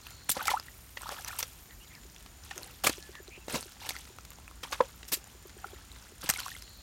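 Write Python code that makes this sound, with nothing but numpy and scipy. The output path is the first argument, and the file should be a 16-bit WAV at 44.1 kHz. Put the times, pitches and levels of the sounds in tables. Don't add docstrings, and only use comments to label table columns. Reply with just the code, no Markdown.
import sys
import numpy as np
from scipy import signal
from scipy.fft import rfft, irfft, next_fast_len
from scipy.io import wavfile
from scipy.ndimage import map_coordinates

SR = 44100
rng = np.random.default_rng(int(sys.argv[2]) if len(sys.argv) > 2 else 0)


def dump(signal):
    limited = np.clip(np.atleast_2d(signal).T, -1, 1)
    pcm = np.round(limited * 32767).astype(np.int16)
    wavfile.write(sys.argv[1], SR, pcm)


N = 300762
TIME = np.arange(N) / SR


def amp(db):
    return 10 ** (np.asarray(db) / 20)


def unit(x):
    return x / np.sqrt(np.mean(x ** 2) + 1e-20)


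def read(points, hz):
    f, db = np.transpose(points)
    return np.interp(np.log(hz + 1), np.log(f), db)


def add(mix, s, sound):
    part = mix[max(round(s * SR), 0):][:len(sound)]
    part += sound[:len(part)]


def colour(x, gain):
    size = next_fast_len(len(x) + 1024)
    return irfft(rfft(x, size) * gain(np.fft.rfftfreq(size, 1 / SR) + 1), size)[:len(x)]


def noise(count, gain):
    return unit(colour(rng.standard_normal(count), gain))


def band(hz, width_hz):
    return noise(N, lambda f: 1 / (1 + (2 * (f - hz) / width_hz) ** 2))


def wander(count, step_s):
    t = np.arange(count) / SR
    return unit(np.interp(t / step_s, np.arange(count), rng.standard_normal(count)))


def swell_and_fade(s, length, fade_s, attack_s=0.023):
    return np.clip((TIME - s) / attack_s, 0, 1) * np.exp(-np.maximum(TIME - s - length, 0) / fade_s)


def scatter(sounds, per_s, spread_db):
    out = np.zeros(N)
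    when, kind, chance = rng.random((int(per_s * N / SR), 3)).T
    gains = amp(spread_db * np.minimum(-np.log(1 - chance), 3.5))
    for s, k, gain in zip((when * N / SR).tolist(), (kind * len(sounds)).astype(int), gains):
        add(out, s, gain * sounds[k])
    return unit(out)


def bubble(first_hz, last_hz, swell, length, damping=2.1):
    t = np.arange(0, length, 1 / SR)
    hz = first_hz * (last_hz / first_hz) ** (t / length)
    fade = np.clip((length - t) / max(length - swell, 1 / SR), 0, 1) ** damping
    return np.minimum(t / swell, 1) * fade * np.sin(2 * np.pi * np.cumsum(hz) / SR)


def froth(low_hz, high_hz, per_s, cycles, spread_db, rise=1.505):
    rings = [bubble(hz, hz * rise, 1.14 / hz, cycles / hz) for hz in np.geomspace(low_hz, high_hz, 30)]
    return scatter(rings, per_s, spread_db)


def splat(hz, octaves, fade_s):
    t = np.arange(SR // 50) / SR
    return noise(len(t), lambda f: 1 / (1 + (np.log2(f / hz) / octaves) ** 4)) * np.exp(-t / fade_s)


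# (frequency [Hz], gain [dB])
TICK_EQ = [(500, 12), (1500, 2), (3500, -3), (6500, 3), (9000, -1), (10500, -2), (12500, 1.5), (16000, -11)]

def crackle(per_s, spread_db, tick_s, width=0.27):
    ticks, t = [], np.arange(SR // 100) / SR
    for hz in np.repeat(np.geomspace(1500, 14000, 6), 10):
        burst = rng.standard_normal(len(t)) * (t / tick_s) ** .5 * np.exp(-t / tick_s)
        tick = colour(burst, lambda f: amp(read(TICK_EQ, f)) * np.exp(-(np.log(f / hz) / width) ** 2))
        ticks.append(tick)
    return scatter(ticks, per_s, spread_db)


# (frequency [Hz], gain [dB])
AIR_EQ = [(12, -47), (20, -69), (35, -9.5), (60, 3.5), (123, -9), (250, -14.5), (500, -22), (1330, -23.5),
          (3700, -26.5), (6900, -26.5), (7800, -31.5), (9300, -26.5), (10600, -38.5), (12500, -31.5),
          (16000, -33.5)]

def open_air():
    return amp(-53.5) * noise(N, lambda f: amp(read(AIR_EQ, f)))


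def trickle():
    return amp(-66) * crackle(per_s=300, spread_db=6.5, tick_s=0.0015)


# (time [s], length [s], level [dB])
BUZZ_BOUTS = [(0, .3, -61), (6.584, 0.26, -59)]

def insects(waver_db=2):
    out = amp(-67) * unit(band(hz=7040, width_hz=350) * amp(waver_db * wander(N, .06)))
    buzz = band(hz=4230, width_hz=550)
    for s, length, db in BUZZ_BOUTS:
        out += amp(db) * swell_and_fade(s, length, fade_s=.03, attack_s=0.033) * buzz
    return out


# (time [s], length [s], first pitch [Hz], last pitch [Hz], level [dB])
BIRD_NOTES = [(1.682, .07, 2150, 1710, -61), (1.793, 0.061, 2700, 3060, -61),
              (1.883, 0.098, 1900, 2490, -61), (1.943, .059, 2000, 1650, -61.5),
              (2.993, 0.11, 1720, 1720, -61.5), (3.125, 0.095, 1900, 1640, -55),
              (3.292, .11, 2200, 2780, -55), (3.398, .049, 2620, 2700, -63.5)]

def far_bird(held_jitter=0.011, jitter_per_octave=0.213):
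    out = np.zeros(N)
    for s, length, first_hz, last_hz, db in BIRD_NOTES:
        count = round(length * SR)
        jitter = held_jitter + jitter_per_octave * abs(np.log2(last_hz / first_hz))
        hz = np.linspace(first_hz, last_hz, count) * (1 + jitter * wander(count, 0.001))
        whistle = np.sin(2 * np.pi * np.cumsum(hz) / SR)
        add(out, s, amp(db) * unit(whistle * signal.windows.tukey(count, .7)))
    return out


def bank_echo(x, echo_db=-19, t60_s=0.11, dull_hz=6000):
    t = np.arange(SR // 2) / SR
    envelope = np.minimum(t / 0.00067, 1) * amp(-60 * t / t60_s)
    tail = noise(len(t), lambda f: 1 / np.hypot(1, f / dull_hz)) * envelope
    return amp(echo_db) * signal.fftconvolve(x, tail / np.linalg.norm(tail))[:N]


def settling_mud():
    ticks = [splat(hz, octaves=1.75, fade_s=0.0027) for hz in np.geomspace(1200, 7000, 20)]
    return amp(-64.5) * scatter(ticks, per_s=22, spread_db=5.5)


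def foam(low_cut_hz=8500):
    bursts = crackle(per_s=2300, spread_db=1, tick_s=0.00057)
    fizz = unit(colour(bursts, lambda f: 1 / (1 + (low_cut_hz / f) ** 4)))
    return amp(-59.5) * swell_and_fade(s=0.64, length=.9, fade_s=0.57) * fizz


# (time [s], level [dB])
PLOP_CUES = [(2.05, -50), (2.561, -43.5), (2.979, -41), (3.09, -42.5), (3.2, -42), (3.281, -42.5),
             (3.375, -44.5), (3.657, -46), (4.101, -46.5), (5.17, -43.5), (5.348, -50), (5.453, -43),
             (5.565, -45), (5.657, -45), (5.731, -40), (6.119, -46.5)]

def plops():
    out = np.zeros(N)
    for s, db in PLOP_CUES:
        add(out, s, amp(db) * bubble(first_hz=414, last_hz=300, swell=0.004, length=0.024))
        add(out, s - .002, amp(db - 13) * bubble(first_hz=666, last_hz=450, swell=0.0011, length=0.02))
    return out


# (time [s], length [s], bubbling level [dB], spray level [dB])
STRIDE_CUES = [(0.037, 0.042, -56.5, -54.5), (0.335, 0.16, -43.5, -46.5), (0.993, 0.21, -49.5, -52),
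               (1.239, 0.17, -52, -49.5), (2.42, 0.28, -60, -54), (2.842, 0.064, -52, -44),
               (3.485, 0.044, -51, -43), (3.792, 0.17, -52, -49), (4.627, 0.21, -56, -54.5),
               (5.13, 0.18, -64, -64.5), (5.564, 0.24, -58.5, -60.5), (5.91, 0.16, -63.5, -60.5),
               (6.205, 0.26, -51.5, -45)]

def stirred_water(calm_bubbling_db=-69, calm_spray_db=-68.5, wash_clump_db=4, spray_clump_db=2):
    bubbling_level, spray_level = amp(calm_bubbling_db), amp(calm_spray_db)
    for s, length, bubbling_db, spray_db in STRIDE_CUES:
        stir = amp(bubbling_db) * swell_and_fade(s, length, fade_s=0.04)
        throw = amp(spray_db) * swell_and_fade(s, length, fade_s=0.1)
        bubbling_level = np.hypot(bubbling_level, stir)
        spray_level = np.hypot(spray_level, throw)
    bubbling = froth(low_hz=680, high_hz=4200, per_s=450, cycles=17, spread_db=4.5)
    wash = amp(-9) * unit(band(hz=1300, width_hz=2200) * amp(wash_clump_db * wander(N, 0.0037)))
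    patter = froth(low_hz=2400, high_hz=12000, per_s=2400, cycles=10, spread_db=4)
    fizz = crackle(per_s=1800, spread_db=7.5, tick_s=0.0026)
    spray = (patter + fizz) * amp(spray_clump_db * wander(N, .003))
    return bubbling_level * unit(bubbling + wash) + spray_level * unit(spray)


# (time [s], level [dB], pitch [Hz])
DROP_CUES = [(.068, -31.5, 2600), (0.294, -15.5, 9340), (.481, -14.5, 1240), (.598, -26.5, 4940),
             (1.019, -31.5, 8530), (1.033, -33, 1280), (1.092, -26.5, 1210), (1.247, -25.5, 5900),
             (1.428, -19, 5760), (1.952, -40, 4940), (2.163, -38, 3420), (2.579, -26.5, 6430),
             (2.632, -30.5, 4100), (2.93, -31, 6400), (3.026, -37.5, 4200), (3.279, -38.5, 4050),
             (3.609, -31, 8850), (3.628, -31.5, 4410), (3.891, -23.5, 3340), (3.907, -24.5, 2170),
             (3.965, -27, 1970), (4.186, -33.5, 1360), (4.305, -36.5, 12800), (4.386, -38, 860),
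             (4.479, -34, 2500), (4.512, -38, 1080), (5.242, -38.5, 6860), (5.917, -37, 3860),
             (6.3094, -18, 8300), (6.338, -25.5, 4030), (6.403, -24, 4300), (6.482, -28, 1440),
             (6.565, -34.5, 3320), (6.623, -33, 5000)]

def drops(low_cut_hz=1000, tick_s=0.00065, trim_db=-3):
    out, t = np.zeros(N), np.arange(SR // 100) / SR
    for s, db, hz in DROP_CUES:
        def tick_gain(f):
            high_cut = 1 / np.hypot(1, f / (2.4 * hz))
            return amp(read(TICK_EQ, f)) * high_cut / np.hypot(1, (low_cut_hz / f) ** 2)
        add(out, s, amp(db + trim_db) * noise(len(t), tick_gain) * np.exp(-t / tick_s))
        add(out, s, amp(db + trim_db) * bubble(hz, hz * 1.05, swell=1 / hz, length=0.0048))
    return out


# (time [s], level [dB], pitch [Hz])
BUBBLE_CUES = [(.298, -25.5, 3440), (.367, -29.5, 780), (.368, -31.5, 526), (0.394, -30, 1200),
               (.408, -27.5, 1470), (.458, -33, 790), (.481, -24, 1250), (.480, -21, 2190),
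               (.49, -23, 1960), (0.515, -22.5, 1000), (.683, -38.5, 1890), (0.971, -33, 1900),
               (1.058, -34.5, 914), (1.066, -35, 1240), (1.091, -36.5, 884), (1.12, -36, 537),
               (1.186, -39, 1600), (1.174, -40.5, 900), (1.285, -38.5, 915), (1.292, -37.5, 1750),
               (1.304, -35, 1410), (1.312, -39, 2400), (1.33, -39, 1330), (1.39, -35, 910),
               (2.511, -37, 770), (2.512, -33.5, 1795), (2.84, -24, 700), (2.872, -25, 1150),
               (2.894, -29.5, 316), (3.534, -32.5, 392), (3.545, -33, 644), (3.554, -28, 970),
               (3.562, -34, 550), (4.638, -32, 3150), (5.642, -34, 770), (5.643, -32, 1370),
               (6.36, -29.5, 2150), (6.385, -35, 1440), (6.395, -32, 3020), (6.433, -36, 4160),
               (6.462, -30.5, 1080), (6.516, -35.5, 1820), (6.55, -37, 2050)]

def bubbles(rise=1.067, click_db=-13):
    out = np.zeros(N)
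    for s, db, hz in BUBBLE_CUES:
        length = 0.014 / (hz / 1000) ** 0.29
        add(out, s, amp(db) * bubble(hz, hz * rise, 0.14 * length, length))
        add(out, s, amp(db + click_db) * splat(hz, octaves=0.63, fade_s=0.0023))
    return out


# (time [s], level [dB], first pitch [Hz], last pitch [Hz], attack [s], length [s])
GULP_CUES = [(0.476, -30, 730, 980, 0.024, 0.034), (0.534, -18.5, 697, 1240, 0.0081, 0.025),
             (0.556, -29.5, 775, 1770, 0.018, 0.027), (2.864, -19, 1990, 2450, 0.011, 0.0118),
             (4.8046, -14, 533, 480, 0.00245, .02), (4.804, -11, 947, 1090, 0.002, 0.012)]

def gulps(flutter_depth=0.18, fold_s=.0012):
    out = np.zeros(N)
    for s, db, *shape in GULP_CUES:
        ring = bubble(*shape)
        add(out, s, amp(db) * ring * (1 + flutter_depth * wander(len(ring), fold_s)))
    return out


# (time [s], level [dB], pitch [Hz])
THUD_CUES = [(0.299, -32.5, 205), (.368, -30, 334), (2.869, -27.5, 186), (3.545, -33, 230),
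             (6.246, -38, 129), (6.295, -29, 126)]

def thuds():
    out = np.zeros(N)
    for s, db, hz in THUD_CUES:
        add(out, s, amp(db) * bubble(hz, hz, swell=0.0022, length=0.0079))
    return out


def mud_cavities(x, depth_db=3, width_hz=608, life_s=0.00505):
    hz, t, spectrum = signal.stft(x, SR, nperseg=128, noverlap=96)
    grid = np.meshgrid(hz / width_hz, t / life_s, indexing="ij")
    peaks = map_coordinates(rng.standard_normal((200, 200)), grid, order=1, mode="wrap")
    return signal.istft(spectrum * amp(depth_db * unit(peaks)), SR, nperseg=128, noverlap=96)[1][:len(x)]


# (frequency [Hz], gain [dB])
MUD_EQ = [(100, 16), (900, 1.5), (1600, -1), (3000, -2), (6500, -3), (9000, -6), (10500, -8), (12500, -6),
          (16000, -13)]
# (time [s], attack [s], decay constant [s], level [dB], low cut [Hz], treble tilt [dB/octave])
SQUELCH_CUES = [ (.288, 0.0047, .005, -31.5, 2500, -6.5), (.294, 0.0075, 0.0049, -21, 2080, 6.5),
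                (.313, 0.0022, 0.0079, -22.5, 2560, 3.5), (.362, 0.009, 0.01, -38, 300, -3.5),
                (.454, .0015, 0.0041, -31, 2500, 0), (0.468, 0.0062, 0.0051, -27.5, 1800, 0),
                (.499, 0.0063, 0.017, -28.5, 1300, -3.5), (.970, 0.0025, 0.0082, -37, 1800, -10.5),
                (1.108, 0.0088, 0.028, -39, 900, -2), (1.270, .014, 0.0036, -35, 1230, 0),
                (1.386, 0.0045, .0066, -25.5, 900, 6.5), (1.399, 0.0072, 0.0053, -32, 900, 2),
                (1.426, 0.0038, 0.0059, -30.5, 1200, -2.5), (2.507, 0.0047, .006, -37.5, 1390, -7),
                (2.56, 0.017, 0.075, -50.5, 380, -46), (2.836, 0.0048, 0.022, -24.5, 523, 1.5),
                (2.862, 0.0094, 0.0058, -18, 800, -2), (2.892, 0.0067, 0.0023, -25.5, 300, -1),
                (3.48, .003, .005, -33, 445, -4), (3.495, 0.0034, 0.019, -37.5, 400, -1),
                (3.520, 0.039, 0.019, -30.5, 220, -1.5), (3.858, 0.0084, 0.0065, -38.5, 774, -4),
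                (3.89, .0016, 0.0054, -27, 1200, 1), (4.630, 0.0064, .007, -35, 670, -4.5),
                (4.720, 0.0072, 0.01, -28, 950, -6), (4.804, 0.0058, 0.0038, -29.5, 1500, -14),
                (5.076, 0.0099, 0.011, -41.5, 2000, 3.5), (5.117, 0.0065, 0.01, -28, 286, 2.5),
                (5.122, 0.011, 0.015, -24, 2400, 1.5), (6.228, 0.014, 0.0089, -41, 250, -5),
                (6.290, 0.0011, 0.0041, -19.5, 1000, -1), (6.2957, 0.0046, 0.0045, -17.5, 900, 2),
                (6.381, 0.0084, 0.012, -39, 1300, -3.5)]

def squelches(knee_hz=2200, grain_s=.0006, grain_db=2.5):
    out, t = np.zeros(N), np.arange(SR // 5) / SR
    for s, attack, decay, db, low_cut_hz, tilt_db in SQUELCH_CUES:
        def mud_gain(f):
            treble_db = tilt_db * np.log2(np.hypot(1, f / knee_hz))
            return amp(read(MUD_EQ, f) + treble_db) / np.hypot(1, (low_cut_hz / f) ** 2)
        grains = rng.standard_normal(len(t)) * amp(grain_db * np.clip(wander(len(t), grain_s), -2, 2))
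        squirt = colour(mud_cavities(grains), mud_gain)
        push = np.minimum(t / attack, 1) * np.exp(-np.maximum(t - attack, 0) / decay)
        push_rms = np.sqrt(np.mean(push ** 2))
        add(out, s, amp(db) * push_rms * unit(squirt * push))
    return out


def scene():
    boots = squelches() + thuds() + gulps() + bubbles() + drops() + plops()
    boots += stirred_water() + foam() + settling_mud()
    return (boots + bank_echo(boots) + open_air() + trickle() + insects() + far_bird())[None]


def record(dry, high_cut_hz=16100):
    lowpass = signal.firwin(511, high_cut_hz, window=("kaiser", 9), fs=SR)
    return signal.oaconvolve(dry, lowpass[None], "same")


dry = scene()
out = record(dry)
dump(out)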